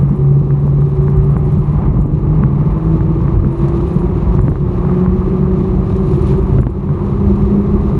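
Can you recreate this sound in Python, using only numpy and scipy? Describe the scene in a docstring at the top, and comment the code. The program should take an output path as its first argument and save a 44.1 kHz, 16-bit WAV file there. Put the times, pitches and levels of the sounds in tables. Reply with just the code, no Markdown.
"""An electric scooter accelerates along a paved path, heard from a camera on the rider.
Two hub motors hum and whine upwards as multiples of wheel speed, while noise-made wind buffets the microphone.
Tyres hiss, a brake disc brushes its pad once a turn, the stem knocks, wheels thump into joints in the paving,
loose steel clinks over them and grit spits from a tyre: rings of decaying modes and short bursts of noise.
Now and then a big eddy hits the microphone and the camera's limiter ducks everything for a moment."""
import sys
import numpy as np
from scipy import signal
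from scipy.fft import rfft, irfft, next_fast_len
from scipy.io import wavfile
from scipy.ndimage import uniform_filter1d, minimum_filter1d, map_coordinates

SR = 44100
rng = np.random.default_rng(int(sys.argv[2]) if len(sys.argv) > 2 else 0)


def bounce(signal):
    """Save signal as a 16-bit WAV file at the path given by the first command-line argument."""
    frames = np.transpose(np.atleast_2d(signal))
    limited = np.clip(frames, -1, 1)
    pcm = np.round(limited * 32767).astype(np.int16)
    wavfile.write(sys.argv[1], SR, pcm)


N = 352359
T = np.arange(N) / SR  # time of each sample, s


def amp(db):
    """Decibels to gain."""
    return 10 ** (np.asarray(db) / 20)


def unit(x):
    """Scale to rms 1."""
    return x / np.sqrt(np.mean(x ** 2) + 1e-20)


def curve(rows):
    """One value per sample, on straight lines between rows of (time in s, value)."""
    seconds, values = np.transpose(rows)
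    return np.interp(T, seconds, values)


def wobble(rate):
    """A smooth random curve, rate knots a second."""
    knots = rng.standard_normal(int(N * rate / SR) + 4)
    return map_coordinates(knots, [T * rate])


def swell(middle, length):
    """A smooth rise from 0 to 1 and back, centred on a time; both in seconds."""
    return np.cos(np.pi * np.clip((T - middle) / length, -.5, .5)) ** 2


def filtered(x, response):
    """Shape the spectrum of x by a response of frequency."""
    size = next_fast_len(N + SR // 4)
    hz = np.fft.rfftfreq(size, 1 / SR)
    return irfft(rfft(x, size) * response(hz), size)[:N]


def noise(spectrum, flutter_db, flutter_rate):
    """Turbulent noise of rms 1: it comes in quick random bursts, then takes its colour."""
    hz, db = np.transpose(spectrum)
    bursts = rng.standard_normal(N) * amp(flutter_db * wobble(flutter_rate))
    colour = lambda f: amp(np.interp(np.log(f + 1), np.log(hz), db, right=-120))
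    return unit(filtered(bursts, colour))


def add(track, start, sound):
    """Mix a sound into the track at a time in seconds."""
    part = track[max(0, round(start * SR)):][:len(sound)]
    part += sound[:len(part)]


# The first wheel, gathering pace under the rider. Each row: time in seconds, speed in turns a second.
WHEEL_SPEED = [(0, 13.93), (1.1, 14.2), (1.8, 15.05), (2.3, 15.4), (4, 17.35), (4.3, 17.5), (5.3, 18.5),
               (8, 20.45)]


def wheel_speed():
    """Turns a second of the first wheel, which sets the motors' pitch and the rolling level."""
    return curve(WHEEL_SPEED)


SLIP = .986  # the second wheel's speed over the first's


def wheel_turns():
    """Turns made by each wheel; the second rolls a little slower."""
    turns = np.cumsum(wheel_speed()) / SR
    return turns, turns * SLIP


def by_speed(cruise_db, per_doubling_db):
    """Level in dB of a noise that grows with wheel speed, from its level at a middling speed."""
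    cruise = 17  # turns a second
    return cruise_db + per_doubling_db * np.log2(wheel_speed() / cruise)


# Resonances that a motor line swells in as it climbs through them.
# Each row: centre in Hz, width in Hz, line level in dB.
BODY_RESONANCES = [(139.3, 6, -11.8), (151.3, 15, -16.5), (161.1, 7.4, -18.5), (174, 3.4, -21.5),
                   (182.66, 7, -15.5), (200.3, 6.8, -15), (306.6, 6.8, -25.5), (324.3, 12, -24),
                   (340, 8.5, -21), (363.5, 10, -22.3), (378.6, 11, -24.3), (404, 14, -29), (810, 46, -46),
                   (873, 57, -42), (955, 31, -43.5)]


def body_db(order):
    """Level in dB of a motor line as its pitch climbs through the resonances."""
    hz = order * wheel_speed()
    power = 0
    for centre, width, db in BODY_RESONANCES:
        detuning = 2 * (hz - centre) / width
        power = power + amp(db) ** 2 / (1 + detuning ** 2) ** 1.325
    return 10 * np.log10(power)


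def tone(turns, order, db, waver_db, jitter, shake_rate=15):
    """A motor line at a multiple of the wheel speed, its phase (jitter in radians) shaken by the road."""
    phase = 2 * np.pi * order * turns + jitter * wobble(shake_rate)
    return np.sqrt(2) * amp(db + waver_db * wobble(16)) * np.sin(phase)


# The second motor's slot tone, which sinks away early. Each row: time in seconds, level in dB.
SLOT_TONE = [(0, -31.5), (0.85, -27.5), (1.27, -21.5), (1.5, -55)]


def motors(first, second):
    """Torque ripple hums ten times a turn, with harmonics; the other motor adds its slot tone and whine."""
    hum = tone(first, order=10, db=body_db(10), waver_db=1.2, jitter=.11)
    hum += tone(first, order=20, db=body_db(20), waver_db=1.4, jitter=.15)
    hum += tone(first, order=30, db=body_db(20) - 19.5, waver_db=3.0, jitter=1.0)
    slots = tone(second, order=27, db=curve(SLOT_TONE), waver_db=1.0, jitter=0.45)
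    whine = tone(second, order=56, db=body_db(56 * SLIP), waver_db=2.2, jitter=.55, shake_rate=20)
    return hum + slots + whine


# Turbulence right at the microphone, before the big eddies. Each row: time in seconds, level in dB.
GUSTS = [(0, -17.5), (0.4, -19.5), (0.9, -19), (1.15, -15.5), (2.6, -15), (3.7, -16), (4.2, -15),
         (4.9, -17), (5.6, -15), (6.3, -14.5), (8, -16)]
# Air rushing round the camera. Each row: time in seconds, level in dB.
RUSH = [(0, -36), (0.2, -38), (0.4, -39.5), (0.65, -38), (0.95, -37.5), (1.3, -33), (1.6, -37), (1.85, -30),
        (2.15, -37), (2.42, -33.5), (2.7, -33.5), (3.08, -34.5), (3.3, -33), (3.52, -32.5), (3.7, -31.5),
        (3.88, -34.5), (4.3, -31.5), (4.6, -36), (4.92, -30), (5.1, -33.5), (5.5, -33), (5.88, -34),
        (6.33, -32.5), (6.5, -33), (7.2, -33.5), (8, -33)]
# Big eddies striking the microphone. Each row: middle in seconds, length in seconds, extra buffet in dB,
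# extra drone in dB, slow pressure push in dB.
EDDIES = [(1.965, 0.35, 7.5, 7, -9.5), (2.096, 0.27, 4, 4.5, -8.5), (2.437, 0.27, 0, 3, -22),
          (3.412, 0.25, 8, 3.5, -9), (4.405, 0.27, 5.5, 3, -24), (4.51, 0.22, 7.5, 4.5, -6.5),
          (6.6, 0.21, 7, 4.5, -10), (7.26, 0.061, 2, -5, -25.5)]
# Colours of the wind at the microphone and round the camera. Each row: frequency in Hz, relative level in dB.
BUFFET_SPECTRUM = [(10, -56), (22, -31), (30, -11.5), (40, -1), (55, 4), (75, 0.3), (100, -1), (125, -2.5),
                   (170, -10), (400, -63)]
DRONE_SPECTRUM = [(70, -28.5), (115, -19), (140, 5), (165, -7), (203, -4), (230, -14), (290, -15.5),
                  (400, -17.5), (500, -25), (700, -38.5), (1500, -74.5)]
RUSH_SPECTRUM = [(300, -16.5), (550, 2), (680, 2), (820, 2.5), (1180, 4), (1280, -2), (1420, -11),
                 (2100, -15.5), (2700, -23), (3500, -34), (6000, -68)]


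def wind():
    """Turbulence buffets the microphone and surges in big eddies; smaller whirls drone and rush round it."""
    buffet_db = curve(GUSTS)
    drone_db = by_speed(cruise_db=-16.7, per_doubling_db=2)
    push = np.zeros(N)
    for middle, length, more_buffet_db, more_drone_db, push_db in EDDIES:
        eddy = swell(middle, length)
        push += amp(push_db) * eddy
        buffet_db = buffet_db + more_buffet_db * eddy
        drone_db = drone_db + more_drone_db * eddy
    buffet = amp(buffet_db) * noise(BUFFET_SPECTRUM, flutter_db=1.4, flutter_rate=9)
    drone = amp(drone_db) * noise(DRONE_SPECTRUM, flutter_db=2.6, flutter_rate=60)
    rush = amp(curve(RUSH)) * noise(RUSH_SPECTRUM, flutter_db=1.0, flutter_rate=170)
    return push + buffet + drone + rush


# Stretches of coarser asphalt under the wheels. Each row: middle in seconds, length in seconds, extra hiss in dB.
COARSE_ASPHALT = [(1.35, 1.2, 3.7), (2.9, 0.92, 2.5), (3.703, 0.84, 5), (4.202, 0.64, 3), (4.94, 0.59, 2),
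                  (5.553, 0.9, 1.5), (6.164, 0.99, 4.5), (6.286, 0.17, 4), (7.88, 0.21, 2)]
# Ripples in the paving that shake the deck. Each row: middle in seconds, length in seconds, extra level in dB.
RIPPLES = [(1.852, 0.27, 0.5), (4.376, 0.5, 2), (4.927, 0.11, 2.5), (5.281, 0.14, 6.5), (6.15, 0.15, 8.5),
           (7.543, 0.3, 3.5)]
# Colours of the deck underfoot and of the tyres. Each row: frequency in Hz, relative level in dB.
DECK_SPECTRUM = [(220, -42), (300, -11), (340, -2.5), (378, 1.5), (420, -17.5), (520, -26), (900, -62)]
TYRE_SPECTRUM = [(1200, -14.5), (2400, 6), (3300, 0), (3950, 2), (4700, -6), (7000, -9.5), (7800, -17.5),
                 (9500, -11.5), (10500, -13), (11200, -30), (12000, -34)]


def rolling(turns):
    """Asphalt shakes the deck and hisses under the tyres; an uneven tread throbs once a turn."""
    coarse_db = sum(db * swell(middle, length) for middle, length, db in COARSE_ASPHALT)
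    ripple_db = sum(db * swell(middle, length) for middle, length, db in RIPPLES)
    tread = np.cos(2 * np.pi * turns)
    deck_db = by_speed(cruise_db=-28, per_doubling_db=15) + ripple_db + 2 * tread
    deck_db += 0.56 * coarse_db  # coarse asphalt shakes the deck less than it lifts the hiss
    hiss_db = by_speed(cruise_db=-57, per_doubling_db=11.5) + coarse_db + 0.4 * tread
    hiss_db += 1.2 * wobble(13)
    deck = amp(deck_db) * noise(DECK_SPECTRUM, flutter_db=0.9, flutter_rate=40)
    hiss = amp(hiss_db) * noise(TYRE_SPECTRUM, flutter_db=1.5, flutter_rate=140)
    return deck + hiss


# How hard the brake disc brushes, down at the wheel. Each row: time in seconds, level in dB.
DISC_RUB = [(0, -68.5), (0.12, -63), (0.45, -73), (0.67, -64), (0.85, -70), (1.25, -62.5), (1.55, -62),
            (1.85, -74), (2.25, -77.5), (2.87, -69.5), (3.25, -77), (3.55, -64.5), (3.75, -71.5),
            (3.95, -62.5), (4.2, -80), (4.9, -72), (5.6, -79), (6.15, -61.5), (6.7, -73), (8, -75)]
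# Modes of the brake disc. Each row: frequency in Hz, relative level in dB, 60 dB decay in seconds.
DISC_MODES = [(5700, -5, 0.09), (6900, -2.5, 0.13), (7100, -1, 0.13), (7660, -11.5, 0.02), (8600, -2, 0.05),
              (9160, 4.5, 0.16), (9410, 3, 0.16), (10500, -8.5, 0.015), (11500, -8.5, 0.029)]


def brake_disc(turns):
    """A slightly warped disc scrapes past its pad once a turn, never twice alike; friction makes it ring."""
    touch_turn, touch_rise = .1, .08  # where the touch starts and how long it swells, turns
    since = (turns - touch_turn + 0.02 * wobble(15)) % 1 / touch_rise
    touch = since * np.exp(1 - since) * amp(1.3 * wobble(15))
    drag = amp(by_speed(cruise_db=-13, per_doubling_db=26))  # between touches, relative to a touch
    friction = (touch + drag) * rng.standard_normal(N)

    def steel(f):
        """Summed resonances of the disc; a longer decay makes a narrower peak."""
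        response = 0
        for hz, db, t60 in DISC_MODES:
            width = np.log(1000) / (np.pi * t60)
            response = response + amp(db) * 1j * f * width / (hz ** 2 - f ** 2 + 1j * f * width)
        return response

    return amp(curve(DISC_RUB)) * unit(filtered(friction, steel))


# What the stem and the camera mount ring with.
# Each row: frequency in Hz at the usual pitch, relative level in dB, 60 dB decay in seconds.
STEM_MODES = [(140, 1, .04), (270, -2, .03), (440, -3, .016), (820, -8, .008), (1080, -1.3, .012),
              (1450, -10.5, .010), (1900, -15, .007)]


def knock(pitch=1, top_hz=1900):
    """A dull blow: a click of a few cycles over a short low thump, softened by the camera mount."""
    t = T[:SR // 16]
    body = np.zeros(len(t))
    for hz, db, t60 in STEM_MODES:
        decay = amp(db + rng.normal() - 60 * t / t60)
        mode_hz = hz * pitch * np.exp(.04 * rng.normal())
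        body += decay * np.sin(2 * np.pi * mode_hz * t)
    mount = signal.butter(4, top_hz, fs=SR, output="sos")
    return signal.sosfilt(mount, body)


# Play in the steering stem knocking through to the camera.
# Each row: start in seconds, strength in dB, pitch over the usual, treble reach in Hz.
STEM_KNOCKS = [(0.5065, -18, 1.05, 1800), (0.678, -19, .8, 1400), (0.8205, -21.5, .9, 1600),
               (1.0822, -15.5, 1, 1700), (1.3667, -13, 1, 2100), (2.044, -18, .65, 1000),
               (2.4367, -13, .95, 2200), (3.0074, -18, 1.05, 2000), (3.207, -22.5, 1, 1500),
               (3.2811, -19, 1.15, 2000), (3.4458, -16.5, 1.1, 1800), (4.0198, -17.5, .85, 1500),
               (4.351, -19, .8, 1400), (4.3921, -18, .95, 2000), (4.4817, -12, 1, 2100),
               (4.4848, -14, .85, 1400), (4.5186, -16, .85, 1600), (4.5567, -14, 1, 1800),
               (4.850, -18, .95, 1600), (4.8963, -19, .95, 1600), (5.0617, -15, 1, 1800),
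               (5.903, -19, .8, 1400), (6.134, -17, .8, 1400), (6.338, -18, 1, 1600),
               (6.5857, -15.5, 1.25, 2400), (6.5997, -15.5, 1, 1700), (6.6322, -13, 1.05, 2300),
               (6.6682, -10, .8, 4000), (6.891, -15.5, 1, 1600)]


def knocks():
    """The stem's play knocks hard over bumps and chatters faintly at random times."""
    out = np.zeros(N)
    for start, db, pitch, top_hz in STEM_KNOCKS:
        add(out, start, amp(db) * knock(pitch, top_hz))
    for when, size in rng.random((60, 2)):
        add(out, when * N / SR, amp(-33.5 + 1.9 * size) * knock())
    return out


def ring(modes, scatter_db, blur):
    """One blow on a steel part: every mode starts at a new strength, and friction blurs its phase."""
    t = T[:SR // 4]
    hz, db, t60 = np.transpose(modes)[:, :, None]
    steps = rng.standard_normal((len(modes), len(t)))
    drift = np.cumsum(steps, axis=1) * blur / np.sqrt(SR)
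    phase = 2 * np.pi * (hz * t + rng.random(hz.shape)) + drift
    decay = amp(db + scatter_db * rng.standard_normal(hz.shape) - 60 * t / t60)
    return np.sum(decay * np.sin(phase), axis=0)


# Loose steel on the scooter jolted by the joints. Each row: start in seconds, strength in dB.
STEEL_CLINKS = [(1.374, -52), (2.0138, -45.5), (2.0625, -51), (2.1206, -57), (4.4138, -45.5), (4.4602, -55),
                (4.4942, -46), (6.6107, -40), (6.7017, -48.5)]
# Modes of the loose steel. Each row: frequency in Hz, relative level in dB, 60 dB decay in seconds.
STEEL_MODES = [(7300, -0.5, 0.034), (7650, -7, .03), (8710, -6.5, .03), (9400, -4.5, .025),
               (9990, -12.5, .35), (10500, -3, 0.03), (11100, -13, .025)]


def clinks():
    """Loose steel rings over the joints, each blow building up over a brief contact."""
    out, t = np.zeros(N), T[:SR // 4]
    contact = 1 - np.exp(-t / 0.00093)
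    for start, db in STEEL_CLINKS:
        add(out, start, amp(db) * contact * ring(STEEL_MODES, scatter_db=1.5, blur=9))
    return out


# Wheels dropping into joints of the paving. Each row: start in seconds, strength in dB.
WHEEL_DROPS = [(2.045, -9), (2.056, -6), (4.4815, -4), (6.564, -6), (6.5855, -2), (6.6275, -6), (6.668, 0)]
# Modes of the deck and frame. Each row: frequency in Hz, relative level in dB, 60 dB decay in seconds.
FRAME_MODES = [(138, -2, 0.09), (255, -2, 0.045), (467, -5, 0.016)]


def jolts():
    """Each hard drop of a wheel thumps through the frame, its onset eased by the tyre."""
    out, t = np.zeros(N), T[:SR // 8]
    tyre_give = 1 - np.exp(-t / 0.00081)
    for start, db in WHEEL_DROPS:
        thump = np.zeros(len(t))
        for hz, level, t60 in FRAME_MODES:
            decay = amp(level + rng.normal() - 60 * t / t60)
            thump += decay * np.sin(2 * np.pi * hz * t)
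        add(out, start, amp(db) * tyre_give * thump)
    return out


# Grit flicked by a tyre. Each row: start in seconds, strength in dB.
GRIT_SPITS = [(3.683, -36.5), (4.35, -41), (5.965, -40.5)]


def grit():
    """Grit spits from under a tyre: quickly dying noise in a band of the treble."""
    out, t = np.zeros(N), T[:SR // 4]
    spit_band = signal.butter(2, [3500, 7500], "bandpass", fs=SR, output="sos")
    for start, db in GRIT_SPITS:
        spit = signal.sosfilt(spit_band, rng.standard_normal(len(t)))
        add(out, start, amp(db - 60 * t / 0.033) * spit)
    return out


def scene():
    """Everything rides along with the microphone, in open air."""
    first, second = wheel_turns()
    scooter = motors(first, second) + rolling(first) + brake_disc(second)
    scooter += knocks() + clinks() + jolts() + grit()
    return (scooter + wind())[None]


def record(dry):
    """The camera's limiter ducks just before each overload, holds and recovers; then its band is limited."""
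    ceiling_db, peak_ceiling_db = -4.5, 0.1  # rms and peak thresholds
    hold_s, release_db_per_s = 0.074, 27
    low_cut_hz, top_hz = 23, 12200
    sound = dry[0]
    level_db = 10 * np.log10(np.abs(uniform_filter1d(sound ** 2, size=400)) + 1e-12)
    peak_db = 20 * np.log10(np.abs(sound) + 1e-9)
    needed_db = np.minimum(0, np.minimum(ceiling_db - level_db, peak_ceiling_db - peak_db))
    half = int(hold_s * SR / 2)
    held_db = minimum_filter1d(needed_db, size=2 * half + 1, origin=half)
    # the gain may drop at once but climbs back no faster than the release
    recovery_db = release_db_per_s * T
    gain_db = np.minimum.accumulate(held_db - recovery_db) + recovery_db
    # a short look ahead, smoothed so that the ducking does not click
    gain = amp(uniform_filter1d(minimum_filter1d(gain_db, size=300), size=300))
    # the low cut removes the slow pressure, and nothing passes above the top
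    band = lambda hz: (hz < top_hz) * hz ** 6 / (hz ** 6 + low_cut_hz ** 6)
    return filtered(sound * gain, band)[None]


dry = scene()
out = record(dry)
bounce(out)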